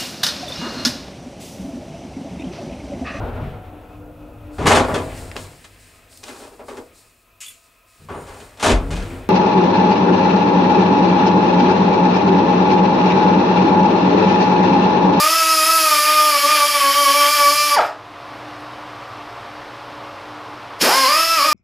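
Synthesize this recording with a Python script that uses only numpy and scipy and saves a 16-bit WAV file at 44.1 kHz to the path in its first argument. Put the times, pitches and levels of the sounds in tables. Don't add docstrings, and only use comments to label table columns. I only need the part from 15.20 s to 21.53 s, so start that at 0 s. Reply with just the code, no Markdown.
import sys
import numpy as np
from scipy import signal
from scipy.fft import rfft, irfft, next_fast_len
from scipy.io import wavfile
from scipy.ndimage import uniform_filter1d

SR = 44100
rng = np.random.default_rng(int(sys.argv[2]) if len(sys.argv) > 2 else 0)


def gain_from_decibels(decibels):
    exponent = np.asarray(decibels, float) / 20
    return 10 ** exponent


def wav_record(signal):
    frames = np.transpose(np.atleast_2d(signal))
    bounded = np.clip(frames, -1, 1)
    quanta = np.round(bounded * 32767).astype(np.int16)
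    wavfile.write(sys.argv[1], SR, quanta)


N = 279153
TIME_S = np.arange(N) / SR


def unit(x):
    return x / np.sqrt(np.mean(x ** 2) + 1e-20)


def in_time(rows):
    s, *columns = np.transpose(rows)
    return [np.interp(TIME_S, s, column) for column in columns]


def bumps(rows):
    t = np.arange(0, N / SR + .002, .001)
    swell = sum(height * np.exp(-.5 * ((t - s) / half_s) ** 2) for s, half_s, height in rows)
    return np.interp(TIME_S, t, swell)


def drift(rate_hz):
    r = np.exp(-64 * np.pi * rate_hz / SR)
    white = rng.standard_normal(N // 32 + 2002)
    slow = signal.lfilter([1], [1, -2 * r, r * r], white)[2000:]
    return np.interp(np.arange(N) / 32, np.arange(len(slow)), unit(slow - slow.mean()))


def coloured(white, spectrum, patchy_db, patch_hz):
    hz, db = np.transpose(spectrum)
    size = next_fast_len(N)
    octave = np.log2(np.maximum(np.arange(size // 2 + 1) * SR / size, 1))
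    shaped = rfft(white, size) * gain_from_decibels(np.interp(octave, np.log2(hz), db, left=-120))
    out = np.zeros(N)
    for centre in np.arange(np.log2(hz[0]), np.log2(hz[-1]) + .5, .5):
        part = np.cos(np.pi * np.clip(octave - centre, -.5, .5)) ** 2
        out += gain_from_decibels(patchy_db * drift(patch_hz)) * irfft(shaped * part, size)[:N]
    return unit(out)


# pitch_hz, level_db (per Hz)
FAN_COLOUR = [(20, -44), (30, -11), (70, -19), (110, 0), (170, -11.5), (260, -6), (400, -4.5), (600, -1),
              (1100, 3.5), (1600, -5), (3000, -11.5), (5300, -19), (6800, -29.5), (15600, -40.5)]


def fan_rush():
    return gain_from_decibels(-35.1) * coloured(rng.standard_normal(N), FAN_COLOUR, patchy_db=.3, patch_hz=8.)


# pitch_hz, width_hz, level_db
DRONE_LINES = [(335, 3.4, -65), (367, 5, -64), (453, 6.1, -56), (523, 4, -76.5), (566, 2.9, -50),
               (700, 1.2, -49), (850, 3, -52.5), (1054, 5.1, -65), (1157, 2.8, -51)]


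def drone():
    out = np.zeros(N)
    for hz, width_hz, db in DRONE_LINES:
        r = np.exp(-np.pi * width_hz / SR)
        resonance = [1, -2 * r * np.cos(2 * np.pi * hz / SR), r * r]
        line = signal.lfilter([1, 0, -1], resonance, rng.standard_normal(N + SR))
        out += gain_from_decibels(db) * unit(line[SR:])
    return out


# pitch_hz, level_db
HUM_TONES = [(59.8, -62.5), (100, -56.5), (119.9, -52.5), (240, -67)]


def mains_hum():
    return sum(np.sqrt(2) * gain_from_decibels(db + 1.5 * drift(2.8)) * np.sin(2 * np.pi * hz * TIME_S)
               for hz, db in HUM_TONES)


# centre_s, half_length_s, loss_db
BLADE_FADES = [(2.9, 0.1, 3.5), (3.88, 0.036, 8), (4.2, 0.093, 10), (4.63, .05, 10), (4.98, 0.073, 4.5),
               (5.48, 0.055, 11)]


def blade_tone():
    pitch_hz = 300 + 2.3 * drift(2.24)
    level_db = -46 - bumps(BLADE_FADES) + 2.7 * drift(12.0)
    return np.sqrt(2) * gain_from_decibels(level_db) * np.sin(2 * np.pi * np.cumsum(pitch_hz) / SR)


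# start_s, pitch_hz, level_db, t60_s
METAL_TICKS = [
    (2.605, 4020, -33, .25),
    (2.64, 3800, -43, .2),
    (3.342, 9800, -49, .006),
    (3.406, 9700, -44, .007),
    (3.423, 9600, -53, .006),
]


def ticks():
    out = np.zeros(N)
    age_s = np.arange(SR // 2) / SR
    for s, hz, db, t60_s in METAL_TICKS:
        out[round(s * SR):][:SR // 2] += gain_from_decibels(db - 60 * age_s / t60_s) * np.sin(2 * np.pi * hz * age_s)
    return out


def background():
    return fan_rush() + drone() + mains_hum() + blade_tone() + ticks()


def shop(x):
    size = next_fast_len(N + SR // 2)
    w = 2 * np.pi * np.arange(size // 2 + 1) / size
    wall_cut_hz = 4600
    t60_s = 0.37 / np.sqrt(1 + (w * SR / (2 * np.pi * wall_cut_hz)) ** 2)
    echo = 0
    for k, lag in enumerate(rng.uniform(.016, .06, 16) * SR):
        loop = gain_from_decibels(-60 * lag / SR / t60_s) * np.exp(-1j * w * lag)
        echo = echo + (-1) ** k * loop / (1 - loop)
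    return irfft(rfft(x, size) * echo, size)[:N]


SHUT_S, OPEN_S, OPEN_TAKES_S = 2.553, 5.6, .03


def lever():
    start_s = OPEN_S - OPEN_TAKES_S / 2
    shut = np.where(TIME_S < start_s, np.maximum(TIME_S - SHUT_S, 0), 0)
    return shut, np.maximum(TIME_S - start_s, 0)


FREE_HZ, SAG_HZ_PER_S, REFILLED_HZ = 338.6, 17.7, 329.4
COAST_S, SPOOL_S, SPOOL_SHAPE = .071, .096, 1.7
# centre_s,
# half_length_s, loss_hz
PRESSES = [(-0.06, 0.097, 53), (0.255, 0.068, 11.7), (0.405, 0.051, 16.9), (0.773, 0.11, 27.7),
           (1.003, 0.063, 13.3), (1.189, 0.072, 34.7), (1.404, 0.05, 19.959), (1.642, 0.11, 31.719),
           (1.881, 0.052, 24.379), (2.033, 0.048, 14.1), (2.232, 0.06, 12.268), (2.52, 0.022, 4.74),
           (5.828, .072, 55.8),
    (5.862, .018, 22),
    (5.938, .016, 8.08),
    (6.215, .026, 48),
    (6.39, 0.073, 48),
]


def shaft():
    shut, opened = lever()
    sagging_hz = FREE_HZ - SAG_HZ_PER_S * np.minimum(TIME_S, SHUT_S)
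    free_hz = np.where(opened > 0, REFILLED_HZ, sagging_hz)
    driven_s = np.maximum(opened - OPEN_TAKES_S / 2, 0)
    spool_up = 1 - np.exp(-(driven_s / SPOOL_S) ** SPOOL_SHAPE)
    spin = np.maximum(np.where(opened > 0, spool_up, np.exp(-shut / COAST_S)), .08)
    load_hz = bumps(PRESSES)
    return spin * (free_hz - load_hz), spin, load_hz


# loudest_s, level_db, before_s and after_s (time to 10 dB down)
CHUFFS = [
    (2.595, -17.5, 0.022, .034),
    (5.638, -15, 0.012, 0.074),
]


def chuffs(turns):
    vane = 4 * turns
    size = gain_from_decibels(3.8 * rng.standard_normal(int(vane[-1]) + 1))[vane.astype(int)]
    bursts = size * np.exp(-5.0 * (vane % 1)) * rng.standard_normal(N)
    band = signal.butter(2, (430, 1900), "band", fs=SR, output="sos")
    gain = 0
    for s, db, before_s, after_s in CHUFFS:
        span_s = np.where(TIME_S < s, before_s, after_s)
        gain = gain + gain_from_decibels(db - 10 * ((TIME_S - s) / span_s) ** 2)
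    return gain * unit(signal.sosfilt(band, bursts))


# level_db, shut_drop_db, fall_db_per_s, opening_burst_db,
# aim_share, contact_share
HISS_RULES = [
    (-24, 15.5, 200, 12.5, 1., 0.039),
    (-19, 20.5, 380, 1.5, 0.23, 1.),
    (-18.5, 12, 220, 9.5, 0.054, 0.17),
]


def hiss_levels(load_hz, aim_db, contact_db):
    shut, opened = lever()
    closed_db = np.where(opened > 0, 48 * np.clip(1 - opened / OPEN_TAKES_S, 0, 1), 0)
    burst = (opened > 0) * np.exp(-np.maximum(opened - OPEN_TAKES_S, 0) / 0.073)
    dropped = np.minimum(shut / 0.013, 1)
    falling_s = np.maximum(shut - 0.11, 0)
    levels = []
    for db, drop_db, fall_db, burst_db, aim, touch in HISS_RULES:
        hand_db = aim * aim_db + touch * contact_db
        levels.append(db + hand_db + burst_db * burst - closed_db - drop_db * dropped - fall_db * falling_s)
    air_db, wire_db, iron_db = levels
    return air_db, wire_db, iron_db + 0.0532 * load_hz + 2.5 * drift(14.2)


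# pitch_hz, level_db (per Hz)
EXHAUST_COLOUR = [(2500, -26), (3300, -9), (3900, -12), (4400, -4), (5000, 0), (5400, -2), (5800, -8),
                  (7000, -11), (8400, -15), (9500, -24)]


def exhaust_air(turns):
    puff = 1 + 0.11 * np.cos(8 * np.pi * turns) + 0.26 * np.cos(2 * np.pi * turns)
    return coloured(puff * rng.standard_normal(N), EXHAUST_COLOUR, patchy_db=0.5, patch_hz=27.0)


# pitch_hz, level_db (per Hz)
WIRE_COLOUR = [(4500, -3), (7000, -2.5), (8500, -8.5), (9200, -3), (10700, -1), (12500, -2.5), (13800, -3),
               (15600, -9.5)]


def wire_tips(bite):
    struck = rng.random(N) < 12000 / SR
    tips = struck * gain_from_decibels(1.3 * rng.exponential(1, N)) * rng.choice([-1, 1], N)
    return coloured(bite * tips, WIRE_COLOUR, patchy_db=1.3, patch_hz=1.06)


# pitch_hz, level_db (per Hz)
IRON_COLOUR = [(150, -33), (250, -27), (430, -21.5), (750, -11), (1050, -3.5), (1500, -0.5), (2300, 2.5),
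               (3100, 3.5), (3900, -5.5), (5200, -39)]


def scraped_iron(bite):
    return coloured(bite * rng.standard_normal(N), IRON_COLOUR, patchy_db=1.0, patch_hz=12.)


def hiss(turns, air_db, wire_db, iron_db):
    bite = gain_from_decibels(2.1 * np.cos(2 * np.pi * turns + 2.9))
    air = gain_from_decibels(air_db) * exhaust_air(turns)
    wires = gain_from_decibels(wire_db - 3.5) * wire_tips(bite)
    return air + wires + gain_from_decibels(iron_db - 8.0) * scraped_iron(bite)


def flutter():
    quick = drift(20.5)
    return np.minimum(unit(quick - uniform_filter1d(quick, int(0.27 * SR))), .8)


def pitch_loss(hz):
    floor_db = 11 * np.exp(-.5 * ((hz - 298) / 6) ** 2)
    return floor_db + 20.5 * np.maximum(np.log2(270 / hz), 0)


STRONG_MULTIPLES = {1: (-36.5, 1.5, 12), 2: (-27, 1.3, 14), 3: (-34.5, 2.5, 5.56), 4: (-16.5, 1.5, 0.),
                    6: (-32.5, 3.8, -1.1), 8: (-27.5, 3.2, -2.07), 11: (-38.5, 2.7, 10), 16: (-31, 6.4, 19)}
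# centre_s, half_length_s, swell_db
AIR_GASPS = [
    (2.558, 0.0046, -5),
    (2.582, .014, 5.5),
    (5.65, 0.029, 0.5),
]
MULTIPLE_SWELLS = {2: [(6.2, 0.085, -1)], 6: [(5.76, 0.13, 7)], 8: [(2.42, 0.28, 1), (6.08, 0.068, 3)],
                   11: [(1.75, 0.44, 13.5)], 16: [(.3, 0.19, 7), (6.0, 0.16, 8.5)]}


def whine_levels(speed_hz, spin, aim_db):
    shut, opened = lever()
    rise_db = 60 * np.clip(1 - opened / .04, 0, 1)
    fall_db = 800 * np.maximum(shut - .045, 0)
    lever_db = np.where(opened > 0, rise_db, fall_db)
    levels = {}
    for k, (db, flutter_db, loss_db) in STRONG_MULTIPLES.items():
        swell_db = bumps(AIR_GASPS + MULTIPLE_SWELLS.get(k, []))
        moving_db = flutter_db * flutter() + loss_db * np.log2(spin)
        levels[k] = db + aim_db + moving_db - lever_db + swell_db - pitch_loss(k * speed_hz)
    return levels


# pitch_hz, level_db (re the air hiss, from the
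PORT_COLOUR = [(300, -10), (1500, -11), (2200, -14), (2980, -16), (3130, -12), (3400, -20), (4400, -11),
               (5000, -7), (5450, -8), (5800, -20), (8600, -31), (9400, -20), (10600, -17), (13500, -33)]


def motor(turns, speed_hz, line_db, air_db, wire_db):
    on = np.flatnonzero(line_db[4] > -69.9)
    wobble = .01 * drift(30.3)[on]
    slack = np.clip(1 - speed_hz[on] / 265, 0, .5)
    port_hz, port_db = np.transpose(PORT_COLOUR)
    out = np.zeros(N)
    for k in range(1, 45):
        if k in line_db:
            level_db = line_db[k][on] + 9.5 * slack * drift(48.0)[on]
        else:
            colour_db = np.interp(np.log(k * speed_hz[on]), np.log(port_hz), port_db)
            pattern_db = 3.5 * (k % 4 == 0) + (k < 14) * (-2.5 if k % 2 else -.5)
            drive_db = air_db + .4 if k < 27 else wire_db - 1.5
            waver_db = 1.8 * drift(4.5) + 2.0 * drift(18.0)
            level_db = colour_db + pattern_db + (drive_db + waver_db)[on] - 30 * slack
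        phase = k * (2 * np.pi * turns[on] + wobble) + rng.uniform(0, 2 * np.pi)
        out[on] += np.sqrt(2) * gain_from_decibels(level_db) * np.sin(phase)
    return out


# time_s, aim_db (exhaust turned to the listener), contact_db (wheel on iron)
HAND_MOVES = [(0, 0.5, 3.5), (.25, -1, 1), (.55, 0.5, 3), (1.0, 0, 0), (1.4, 0.5, 1), (1.65, -2.5, 0.5),
              (1.87, 0, 2), (2.22, 1.5, 0.5), (2.55, -1.5, -1.5), (5.6, -2, 1.5), (5.8, 1.5, -3),
              (6.0, 0, -2), (6.15, 0, -5), (6.33, 1, -5)]


def grinder():
    speed_hz, spin, load_hz = shaft()
    turns = np.cumsum(speed_hz) / SR
    aim_db, contact_db = in_time(HAND_MOVES)
    air_db, wire_db, iron_db = hiss_levels(load_hz, aim_db, contact_db)
    line_db = whine_levels(speed_hz, spin, aim_db)
    whine = motor(turns, speed_hz, line_db, air_db, wire_db)
    return whine + hiss(turns, air_db, wire_db, iron_db) + chuffs(turns)


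# time_s, level_db
BACKGROUND_GAIN = [
    (0, -8),
    (2.55, -4.5),
    (2.8, -2.5),
    (3.15, 2.5),
    (5.6, 2),
    (5.75, -7),
    (6.33, -1.5),
]


def scene():
    tool = grinder()
    mono = tool + gain_from_decibels(-10.5) * shop(tool) + gain_from_decibels(in_time(BACKGROUND_GAIN)[0]) * background()
    return np.array([mono, mono])


def band_limit(x):
    return signal.sosfilt(signal.butter(12, 16380, fs=SR, output="sos"), x)


def record(dry):
    size = next_fast_len(N)
    spectrum = rfft(1.003 * np.tanh(dry / 1.29), size)
    hz = np.arange(spectrum.shape[1]) * SR / size
    spectrum *= np.clip((15320 - hz) / 120 + .5, 0, 1) ** 2
    mid = irfft(spectrum, size)[:, :N]
    treble = signal.sosfilt(signal.butter(4, 7500, "high", fs=SR, output="sos"), mid[0])
    side = gain_from_decibels(-15) * treble * np.maximum(drift(12.) - .6, 0) * drift(40.)
    return band_limit(mid + side * [[1], [-1]])


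dry = scene()
out = record(dry)
wav_record(out)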